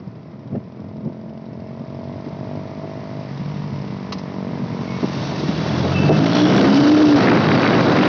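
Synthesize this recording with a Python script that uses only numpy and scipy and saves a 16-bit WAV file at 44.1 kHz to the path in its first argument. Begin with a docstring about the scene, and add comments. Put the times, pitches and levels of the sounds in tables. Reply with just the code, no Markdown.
"""On a highway, two single-cylinder motorcycles pass through wind: filtered pulse trains make their exhausts.
One cruises, gaining speed, then rolls off the throttle. The nearer one idles, is blipped, clunks into gear,
pulls away hard and shifts up; crank-locked sines and noise bursts make its intake, valves and rattles.
Shaped noise makes the wind, which buffets the microphone, grows into a tearing rush and drives a limiter.
Brief sine squeaks come from a brake disc."""
import sys
import numpy as np
from scipy import signal
from scipy.fft import rfft, irfft, next_fast_len
from scipy.io import wavfile
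from scipy.ndimage import uniform_filter1d, minimum_filter1d, map_coordinates

SR = 44100
rng = np.random.default_rng(int(sys.argv[2]) if len(sys.argv) > 2 else 0)


def log_audio(samples):
    """Write samples as a 16-bit WAV file to the path given in sys.argv[1]."""
    # one column per channel
    frames = np.atleast_2d(samples).T
    # limit to full scale, then quantise
    limited = np.clip(frames, -1, 1)
    pcm = np.round(limited * 32767).astype(np.int16)
    wavfile.write(sys.argv[1], SR, pcm)


N = 356307

# Levels inside a spectrum are relative: each coloured sound is brought to rms 1 before its gain.
# firing rate of the cruising bike: time_s, firings_per_s
CRUISE_FIRING_RATE = [(0, 37.92), (0.5, 41.02), (1, 42.83), (1.8, 45.95), (2.6, 49.26), (3.0, 50.6),
                      (3.24, 51.27), (3.33, 46.69), (3.43, 47.31), (3.53, 50.24), (4, 48.26), (4.6, 46.79),
                      (5.2, 44.69), (8.08, 36.0)]
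# loudness and load of the cruising bike: time_s, level_db, throttle_0_to_1
CRUISE_LEVEL_THROTTLE = [(0, -45.5, 0.85), (.7, -36.5, 0.54), (1.4, -36, 0.8), (2.2, -31, 0.98),
                         (3.22, -29.5, 0.99), (3.33, -33, 0), (3.6, -30.5, 0), (4.3, -27.5, 0.36),
                         (5, -26, 0.1), (5.6, -32, 0.44), (6.2, -38.5, 0.2), (8.08, -67, 0.16)]
# its exhaust response with the throttle open, then shut: frequency_hz, gain_db
EXHAUST_THROTTLE_OPEN = [(50, -30), (95, -1.5), (150, 3.5), (192, -7), (218, 10.5), (245, 2), (300, -5),
                         (400, -6), (440, -5), (500, -12), (585, -5.5), (655, 1.5), (735, -15),
                         (1000, -14.5), (1400, -50), (4000, -53)]
EXHAUST_THROTTLE_SHUT = [(50, -31), (95, -20), (145, 2), (195, 9.5), (240, 2.5), (300, -4.5), (380, -10),
                         (460, -2), (520, -15), (600, -6.5), (700, -10), (830, -16.5), (950, -8),
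                         (1100, -20.5), (1450, -27), (4000, -40.5)]

# firing rate of the near bike: time_s, firings_per_s
NEAR_FIRING_RATE = [(0, 13.3), (.4, 12.2), (1.38, 12.2), (1.7, 15.3), (1.9, 20.5), (2.3, 26), (2.8, 26),
                    (3.25, 33.5), (3.58, 37.7), (4.3, 27.5), (5.4, 36), (5.8, 43.6), (6, 46.8),
                    (6.12, 50.3), (6.25, 54.6), (6.38, 59), (6.47, 60.5), (6.55, 65), (6.75, 69.6),
                    (6.88, 74.2), (7, 76.7), (7.15, 72.5), (7.24, 66), (7.4, 51), (7.47, 51.2), (7.65, 55),
                    (7.85, 58), (8.08, 61)]
# its twist grip (idle, a blip, pulling away, eased for the upshift, then opened a little again):
# time_s, throttle_0_to_1
NEAR_THROTTLE = [(0, 0), (1.4, 0.35), (2.3, 0.1), (3.1, 0.13), (3.4, 0.47), (3.8, 0.45), (4.2, 0.14),
                 (5.1, 0), (5.75, 0.46), (6.12, 0.73), (6.4, 0.9), (7.12, 0.97), (7.26, 0.63), (8.08, 0.75)]
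# the microphone swings round towards the near engine; each sound takes a share: time_s, gain_db
FACING_GAIN = [(0, -4.5), (4.55, 2.5), (5.2, 19), (6, 16.5), (8.08, 13.5)]
# growth of each near-engine sound: level_db (at IDLE_RATE, throttle shut), db_per_doubling_of_revs,
# db_at_full_throttle, share_of_facing_gain
EXHAUST_GROWTH = (-61, 4, 16, 0.9227)
DRONE_GROWTH = (-51, 3, 24.5, 0.5052)
VALVE_GROWTH = (-60, 3, 8, 0.3545)
HISS_GROWTH = (-68, 9.5, -1, 1.0)
IDLE_RATE = 12  # firings_per_s
# response of its exhaust, then of its cylinder head: frequency_hz, gain_db
NEAR_EXHAUST_RESPONSE = [(40, -51.5), (70, -38), (95, -15), (140, 2.5), (200, -2), (250, -13), (305, 3.5),
                         (400, -7), (520, -14), (630, 1), (800, -18.5), (1500, -19), (4000, -47)]
CYLINDER_HEAD_RESPONSE = [(700, -25.5), (1500, 1.5), (2400, -2.5), (3050, 4), (3450, 7), (3700, -10.5),
                          (4300, 1.5), (5200, 8), (5600, -6), (6100, -14.5), (7000, -26)]
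# modes of the engine's casing and fins: frequency_hz, width_hz, gain_db
CASING_MODES = [(1445, 64, 0.5), (1830, 120, -2.5), (2230, 27, -2), (2703, 130, 0.5), (3120, 110, -2),
                (3402, 43, -0.5), (3500, 67, -1), (3697, 29, 2.5), (3878, 34, 7), (3923, 80, -1),
                (4436, 130, -3), (4780, 140, -4), (4890, 78, -1), (5410, 59, 0), (5650, 47, 1.5)]
# the airbox lifts engine orders that sweep through its resonances: frequency_hz, gain_db
AIRBOX_RESPONSE = [(70, -25), (105, -11), (132, 2), (150, 4), (172, -5), (205, -3), (226, -14),
                   (252, -18.5), (272, -2), (300, 2), (328, -13.5), (360, -20), (400, -16.5)]
# harmonics of the intake pulse: multiple_of_firing_rate, gain_db
INTAKE_HARMONICS = [(3, -0.5), (4, 2.5), (5, -1.5), (6, -9)]
CRANK_WAVER = .009  # scale of the intake strokes' unevenness, firing cycles
FRAME_HZ, FRAME_WIDTH_HZ, FRAME_DB = 91.5, 10, -2  # frame resonance, level relative to the drone
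TICK_S, OFF_TURN = 0.0044, 0.42  # decay constant of a valve tick; amplitude on the turn that does not fire

# strength of the air stream: time_s, rush_db, buffeting_db
AIR_STREAM = [(0, -54, -36.5), (1.3, -54, -35.5), (2.2, -46.5, -33.5), (3.35, -42.5, -33.5),
              (4.4, -42, -31), (5.2, -35, -26.5), (5.9, -28.5, -23.5), (6.25, -26, -20), (6.45, -25.5, -19),
              (6.62, -22, -17), (6.8, -24.5, -19.5), (7.1, -27.5, -17.5), (7.25, -19, -15),
              (7.45, -21.5, -16.5), (7.85, -20.5, -14), (8.08, -18, -15)]
SLOW_AIR_DB, FAST_AIR_DB = -37, -27  # rush levels between which the air turns from smooth to turbulent
# spectra of buffeting in slow, then fast air: frequency_hz, level_db_per_hz
SLOW_BUFFET_SPECTRUM = [(25, -42), (55, -30), (80, -10.5), (115, -1.5), (160, -1.5), (250, -6.5),
                        (400, -15), (700, -25), (1100, -30.5), (2500, -53)]
FAST_BUFFET_SPECTRUM = [(25, -40.5), (60, -26.5), (85, -14.5), (125, 1), (200, 0), (300, 0.5), (450, -7.5),
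                        (620, -13.5), (760, -14), (1100, -33), (2500, -43)]
# spectra of the mild rush of tyres and air at low speed, then of fast air: frequency_hz, level_db_per_hz
SLOW_RUSH_SPECTRUM = [(300, -8), (600, 0), (850, 3), (1020, 5.5), (1250, -0.5), (1600, -6), (2050, -2),
                      (2400, -7), (3000, -13), (4200, -14), (5200, -13), (6000, -21), (7000, -42.5)]
FAST_RUSH_SPECTRUM = [(200, -5.5), (500, 8), (900, 2), (1400, 1), (1750, -4), (2200, -6), (3000, -11.5),
                      (5000, -16), (7000, -48.5)]
# spectrum of the running hiss: frequency_hz, level_db_per_hz
HISS_SPECTRUM = [(1200, -11), (2600, -2), (3300, -3), (3900, 1), (4300, 2), (4800, -0.5), (5500, -5.5),
                 (6200, -5), (6900, -27), (7600, -31.5), (8000, -62)]
# gusts that thump the microphone: centre_s, level_db, bell_sigma_s, pitch_hz, sharpness_0_to_1
GUST_THUMPS = [(0.078, -26.5, 0.019, 144, 0.05), (0.544, -19.5, 0.015, 171, 0.12),
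               (0.558, -17.5, 0.0065, 302, 0.18), (0.58, -21, 0.014, 150, 0.04),
               (0.977, -31, 0.019, 173, 0), (1.068, -21.5, 0.024, 171, 0.15),
               (1.81, -24.5, 0.007, 160, 0.13), (2.275, -25.5, 0.009, 235, 0.07),
               (2.844, -27.5, 0.0086, 199, 0.74), (3.418, -24, 0.0089, 151, 0),
               (3.736, -26.5, 0.025, 155, 0.07), (4.612, -23.5, 0.026, 165, 0),
               (5.04, -13.5, 0.0083, 230, 0.28), (5.437, -19.5, 0.0035, 294, 0.13),
               (5.492, -19.5, 0.0097, 191, 0), (5.854, -19, 0.02, 180, 0.67),
               (6.066, -14.5, 0.013, 174, 0.02), (6.106, -2.5, 0.009, 200, 0.95), (6.22, -14, 0.03, 210, 0),
               (6.616, -16, 0.086, 200, 0.98), (7.014, -14, 0.013, 350, 0.75),
               (7.292, -14, 0.075, 258, 0.37)]

# brief squeaks of the brake disc: start_s, length_s, pitch_hz (of the lower mode), level_db
DISC_SQUEAKS = [(0.747, 0.061, 2300, -65), (4.864, 0.13, 2195, -42), (5.943, 0.076, 2650, -28.5),
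                (6.006, 0.06, 2635, -31), (6.073, 0.076, 2640, -32.5), (6.149, 0.016, 2650, -31.5)]
UPPER_MODE_RATIO, UPPER_MODE_DB = 1.143, -11.5  # the disc's second, fainter mode
# gearbox clunks, levels relative to each other: start_s, level_db, t60_s
GEAR_CLUNKS = [(4.122, -22, 0.061), (4.182, -35.5, 0.081)]
# spectrum of the gearbox steel: frequency_hz, level_db_per_hz
GEARBOX_SPECTRUM = [(530, -10), (900, -3), (1210, 0.5), (1550, -19), (2030, -8), (2260, -10.5), (3240, -10),
                    (3610, -18), (3770, -7), (5110, -5.5), (6230, -16), (7060, -41), (7650, -46),
                    (9940, -75), (16800, -120)]
# rattles of loose parts in fairing and cockpit, each swelling around its own moment:
# centre_s, bell_sigma_s, pitch_hz, width_hz, level_db
FAIRING_RATTLES = [(5.722, 0.15, 3390, 120, -44), (6.347, 0.11, 3070, 160, -40.5),
                   (6.407, 0.096, 3370, 259, -32), (6.37, 0.043, 4210, 240, -34),
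                   (6.454, 0.18, 5510, 260, -40), (6.58, 0.041, 3540, 1100, -32.5),
                   (6.717, 0.25, 3005, 130, -38.5), (6.757, 0.055, 4830, 700, -33.5),
                   (7.65, 0.15, 4490, 200, -41), (7.796, 0.41, 3877, 100, -40)]
# single tears of fast air at the microphone port, strong and faint, at set moments:
# centre_s, level_db, bell_sigma_s, pitch_hz
AIR_TEARS = [(6.95, -21, 0.0033, 1110), (7.019, -18.5, 0.0025, 1200), (7.046, -19, .004, 900),
             (7.123, -21, .002, 900), (7.19, -18, .002, 1000), (7.274, -20, 0.0027, 1870),
             (7.286, -11.5, 0.0021, 1580), (7.317, -16, 0.003, 1200), (7.364, -32, 0.0034, 1780),
             (7.518, -14, 0.0012, 1730), (7.632, -16, 0.0011, 1800), (7.652, -15, .003, 1300),
             (7.665, -16.5, 0.0016, 1670), (7.735, -21, 0.0041, 2070), (7.773, -17, 0.0014, 1300),
             (7.875, -21, .002, 1590), (7.972, -16.5, 0.0016, 1680), (8.012, -13, 0.0013, 1900),
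             (8.032, -19, 0.0015, 2000)]
# further tears come at random in fast air
TEARS_PER_S, TEAR_OVER_RUSH_DB, TEAR_SCATTER_DB, TEAR_SIGMA_S = 110, 1, 2, 0.00072
TEAR_HZ, TEAR_SPREAD_OCTAVES = 1200, 0.52  # their usual pitch and its scatter
TEAR_WIDTH = 1.07  # bandwidth over pitch, for every tear
TOP_HZ = 7900  # upper edge of the final band


def amp(db):
    """The decibel is logarithmic: 20 dB is a tenfold amplitude."""
    return 10 ** (np.asarray(db) / 20)


def unit(x):
    """Normalisation of power: x scaled to rms 1."""
    return x / np.sqrt(np.mean(x ** 2) + 1e-20)


def curves(rows):
    """Linear interpolation: one value per sample for each column after the time."""
    s, *cols = np.transpose(rows)
    return [np.interp(np.arange(N) / SR, s, c) for c in cols]


def wobble(rate):
    """Slow random modulation: a smooth curve through random knots, rate knots a second."""
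    knots = rng.standard_normal(int(N * rate / SR) + 4)
    return map_coordinates(knots, [np.arange(N) * rate / SR])


def bell(s, sigma_s):
    """Gaussian envelope: a smooth swell around the moment s."""
    return np.exp(-.5 * np.minimum(((np.arange(N) / SR - s) / sigma_s) ** 2, 60))


def coloured(x, points):
    """Minimum-phase filtering: a causal response with the (Hz, dB) gains, falling away beyond both ends."""
    size = 2 * next_fast_len(N // 2 + 8192)
    hz, db = np.transpose(points)
    grid = np.log(np.fft.rfftfreq(size, 1 / SR) + 1)
    knots = np.log([hz[0] / 2, *hz, hz[-1] * 2])
    gain = amp(np.interp(grid, knots, [db[0] - 20, *db, db[-1] - 40]))
    # folding the cepstrum onto positive time makes the response causal
    cepstrum = irfft(np.log(gain))[:size // 2]
    cepstrum[1:] *= 2
    return irfft(rfft(x, size) * np.exp(rfft(cepstrum, size)))[:N]


def noise(points):
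    """Spectral shaping of white noise, at rms 1."""
    return unit(coloured(rng.standard_normal(N), points))


def band(x, hz, width_hz, order):
    """Band-pass selection: x around one pitch, at rms 1."""
    centre = np.hypot(hz, width_hz / 2)
    edges = [centre - width_hz / 2, centre + width_hz / 2]
    return unit(signal.sosfilt(signal.butter(order, edges, "bandpass", fs=SR, output="sos"), x))


def ringing(x, modes):
    """Modal resonance: x through a bank of (Hz, width, dB) damped oscillators."""
    size = next_fast_len(N + 8192)
    f = np.fft.rfftfreq(size, 1 / SR)
    response = 0
    for k, (hz, width_hz, db) in enumerate(modes):
        resonance = 1j * f * width_hz / (hz * hz - f * f + 1j * f * width_hz)
        response = response + (-1) ** k * amp(db) * resonance  # neighbours have opposite sign
    damping = 1 / (1 + (f / 6100) ** 24)  # the metal hardly rings above its last mode
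    return irfft(rfft(x, size) * response * damping, size)[:N]


def firings(rate, scatter_db, jitter_s):
    """Periodic excitation: one pulse a cycle, uneven in size and time; power does not depend on the rate."""
    cycles = np.cumsum(rate) / SR
    at = np.interp(np.arange(1, cycles[-1]), cycles, np.arange(N))
    chance = rng.standard_normal((len(at), 2))
    at = np.clip(np.round(at + jitter_s * SR * chance[:, 0]), 0, N - 1).astype(int)
    return np.bincount(at, amp(scatter_db * chance[:, 1]) / np.sqrt(rate[at]), N)


def cruising_bike():
    """Pulse excitation of a pipe: a bark under throttle, a deeper boom on the overrun."""
    rate, = curves(CRUISE_FIRING_RATE)
    db, throttle = curves(CRUISE_LEVEL_THROTTLE)
    throttle = np.clip(throttle, 0, 1)
    pulses = -firings(rate, scatter_db=0.65, jitter_s=.00004)
    db = db + 1.0 * wobble(7)  # moving air carries the sound unevenly
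    bark = unit(coloured(pulses, EXHAUST_THROTTLE_OPEN))
    boom = unit(coloured(pulses, EXHAUST_THROTTLE_SHUT))
    return amp(db) * (throttle * bark + (1 - throttle) * boom)


def engine_gain(growth):
    """Source strength: a near-engine sound changes with revs, throttle and the turn of the microphone."""
    idle_db, revs_db, throttle_db, facing_share = growth
    rate, = curves(NEAR_FIRING_RATE)
    throttle, = curves(NEAR_THROTTLE)
    facing_db, = curves(FACING_GAIN)
    engine_db = idle_db + revs_db * np.log2(rate / IDLE_RATE) + throttle_db * np.clip(throttle, 0, 1)
    return amp(engine_db + facing_share * facing_db)


def near_bike():
    """Synchronous sources: exhaust, intake drone, valve clatter and rattles all follow the crank."""
    rate, = curves(NEAR_FIRING_RATE)
    cycles = np.cumsum(rate) / SR  # one firing cycle is two crank turns
    pulses = firings(rate, scatter_db=2.0, jitter_s=.00005)
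    exhaust = engine_gain(EXHAUST_GROWTH) * unit(coloured(pulses, NEAR_EXHAUST_RESPONSE))
    drone = engine_gain(DRONE_GROWTH) * intake(rate, cycles)
    clatter = engine_gain(VALVE_GROWTH) * valves(rate, cycles)
    return exhaust + drone + clatter + fairing(cycles)


def intake(rate, cycles):
    """Swept resonance: engine orders swell and fade through the airbox; the frame hums with the crank."""
    box_hz, box_db = np.transpose(AIRBOX_RESPONSE)
    frame_gain = amp(FRAME_DB) / np.hypot(1, 2 * (2 * rate - FRAME_HZ) / FRAME_WIDTH_HZ)
    drone = frame_gain * np.sin(2 * np.pi * 2 * cycles)  # shaken once a crank turn
    strokes = cycles + CRANK_WAVER * wobble(70)
    for order, db in INTAKE_HARMONICS:
        order_db = db + np.interp(order * rate, box_hz, box_db) + 1.8 * wobble(30)
        drone += amp(order_db) * np.sin(2 * np.pi * order * strokes)
    return np.sqrt(2) * drone


def valves(rate, cycles):
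    """Impact excitation: a tick each crank turn, louder when firing; at high revs the ticks run together."""
    age = (2 * cycles % 1) / (2 * rate)
    ticks = np.exp(-age / TICK_S) * np.where(cycles % 1 > .5, OFF_TURN, 1)
    head = unit(coloured(ticks * rng.standard_normal(N), CYLINDER_HEAD_RESPONSE))
    casing = unit(ringing(ticks * rng.standard_normal(N), CASING_MODES))
    return 0.53 * head + 0.51 * casing


def wind():
    """Turbulence: buffeting rises in pitch with air speed and eddies tear the rush; over it runs the near
    engine's mechanical hiss, coloured by its metal and growing with revs."""
    rush_db, buffet_db = curves(AIR_STREAM)
    speed = np.clip((rush_db - SLOW_AIR_DB) / (FAST_AIR_DB - SLOW_AIR_DB), 0, 1)
    slow, fast = np.sqrt(1 - speed), np.sqrt(speed)  # equal-power crossfade
    eddies = 0.53 * wobble(110) + 0.47 * wobble(300)

    buffet_gain = amp(buffet_db + 1.5 * wobble(18) + 0.38 * eddies)
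    buffet = buffet_gain * (slow * noise(SLOW_BUFFET_SPECTRUM) + fast * noise(FAST_BUFFET_SPECTRUM))

    rush_gain = amp(rush_db + (1.1 + 2.0 * speed) * eddies)
    rush = rush_gain * (slow * noise(SLOW_RUSH_SPECTRUM) + fast * noise(FAST_RUSH_SPECTRUM))

    metal = unit(ringing(rng.standard_normal(N), CASING_MODES))
    hiss_gain = engine_gain(HISS_GROWTH) * amp((1.55 + 2.4 * speed ** 2) * eddies)
    hiss = hiss_gain * (0.45 * noise(HISS_SPECTRUM) + 0.51 * metal)
    return buffet + rush + hiss


def gusts():
    """Pressure pulses: single eddies strike the microphone port, from a soft pitched bump to a hard knock."""
    air = rng.standard_normal(N)
    # spectrum of the hard knock: frequency_hz, level_db_per_hz
    knock = noise([(120, -4.0), (220, 0.0), (400, 4.0), (620, -0.5), (850, -8.5), (1300, -25.5), (3000, -39.5)])
    out = np.zeros(N)
    for s, db, sigma_s, hz, sharpness in GUST_THUMPS:
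        angle = sharpness * np.pi / 2
        bump = band(air, hz, 0.78 * hz, order=3)
        out += amp(db) * bell(s, sigma_s) * (np.cos(angle) * bump + np.sin(angle) * knock)
    return out


def brake():
    """Stick-slip: the pad catches the disc in fits and starts, and two unsteady modes sing briefly."""
    t = np.arange(N) / SR
    out = np.zeros(N)
    for ratio, mode_db in [(1, 0), (UPPER_MODE_RATIO, UPPER_MODE_DB)]:
        flutter = amp(mode_db + 1.7 * wobble(110))
        waver_hz = 26 * wobble(300)
        for s, length_s, pitch_hz, db in DISC_SQUEAKS:
            on = (t > s) & (t < s + length_s)
            progress = (t[on] - s) / length_s
            swell = np.sqrt(2 * np.abs(np.sin(np.pi * progress)))
            hz = ratio * pitch_hz + waver_hz[on]
            out[on] += amp(db) * flutter[on] * swell * np.sin(2 * np.pi * np.cumsum(hz) / SR)
    return out


def gear_change():
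    """Impact and decay: the dogs engage with a short steel rattle, then the chain takes up its slack."""
    t = np.arange(N) / SR
    blows = np.zeros(N)
    for s, db, t60_s in GEAR_CLUNKS:
        age = np.maximum(t - s, 0)
        onset = 1 - np.exp(-age / 0.0019)
        blows += amp(np.maximum(db - 60 * age / t60_s, -200)) * onset
    return 1.3 * blows * noise(GEARBOX_SPECTRUM)


def fairing(cycles):
    """Forced vibration: loose parts chatter once a firing, each swelling around its own moment."""
    chatter = np.exp(-(cycles % 1) / 0.33) * rng.standard_normal(N)
    return sum(amp(db) * bell(s, sigma_s) * band(chatter, hz, width_hz, order=2)
               for s, sigma_s, hz, width_hz, db in FAIRING_RATTLES)


def random_tears():
    """Poisson arrivals: random rips, kept only in fast air, louder with a stronger air stream."""
    rush_db, _ = curves(AIR_STREAM)
    at = np.cumsum(rng.exponential(size=1300)) / TEARS_PER_S
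    chance = rng.standard_normal((len(at), 2))
    rows = []
    for s, (size, pitch) in zip(at, chance):
        if s * SR < N and rush_db[int(s * SR)] > FAST_AIR_DB:
            db = rush_db[int(s * SR)] + TEAR_OVER_RUSH_DB + TEAR_SCATTER_DB * size
            rows.append((s, db, TEAR_SIGMA_S, TEAR_HZ * 2 ** (TEAR_SPREAD_OCTAVES * pitch)))
    return rows


def tears():
    """Turbulent bursts: single tears at set moments, strong and faint, over a random crackle."""
    reach = 1024  # samples either side of a tear
    t, f = np.arange(-reach, reach) / SR, np.fft.rfftfreq(2 * reach, 1 / SR)
    air, out = rng.standard_normal(N + SR), np.zeros(N + SR)
    for s, db, sigma_s, hz in list(AIR_TEARS) + random_tears():
        on = slice(int(s * SR) - reach, int(s * SR) + reach)
        swell = np.exp(-.5 * (t / sigma_s) ** 2)
        colour = 1 / (1 + (2 * (f - hz) / (TEAR_WIDTH * hz)) ** 4)
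        colour = colour / (1 + (f / 5500) ** 24)
        rip = swell * irfft(rfft(air[on]) * colour)
        # before its level, every rip gets the energy of its swell
        out[on] += amp(db) * rip * np.linalg.norm(swell) / np.linalg.norm(rip)
    return out[:N]


def scene():
    """Superposition: both bikes and the wind add at one microphone."""
    bikes = cruising_bike() + near_bike() + gear_change() + brake()
    air = wind() + gusts() + tears()
    return (bikes + air)[None]


def low_cut(x, edge_hz):
    """High-pass response: the microphone's gentle loss of deep bass."""
    size = next_fast_len(N + 8192)
    f = np.fft.rfftfreq(size, 1 / SR)
    return irfft(rfft(x, size) * (f ** 2 / (f ** 2 + edge_hz ** 2)), size)[..., :N]


def record(dry):
    """Gain control and band limiting: a fast limiter holds the peaks, then both ends of the band are cut."""
    ceiling = .55
    needed = np.minimum(1, ceiling / (np.abs(dry) + 1e-9))
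    held = dry * uniform_filter1d(minimum_filter1d(needed, size=201), size=181)
    low_pass = signal.ellip(10, .1, 90, TOP_HZ, fs=SR, output="sos")
    return signal.sosfilt(low_pass, low_cut(held, edge_hz=45))


dry = scene()
out = record(dry)
log_audio(out)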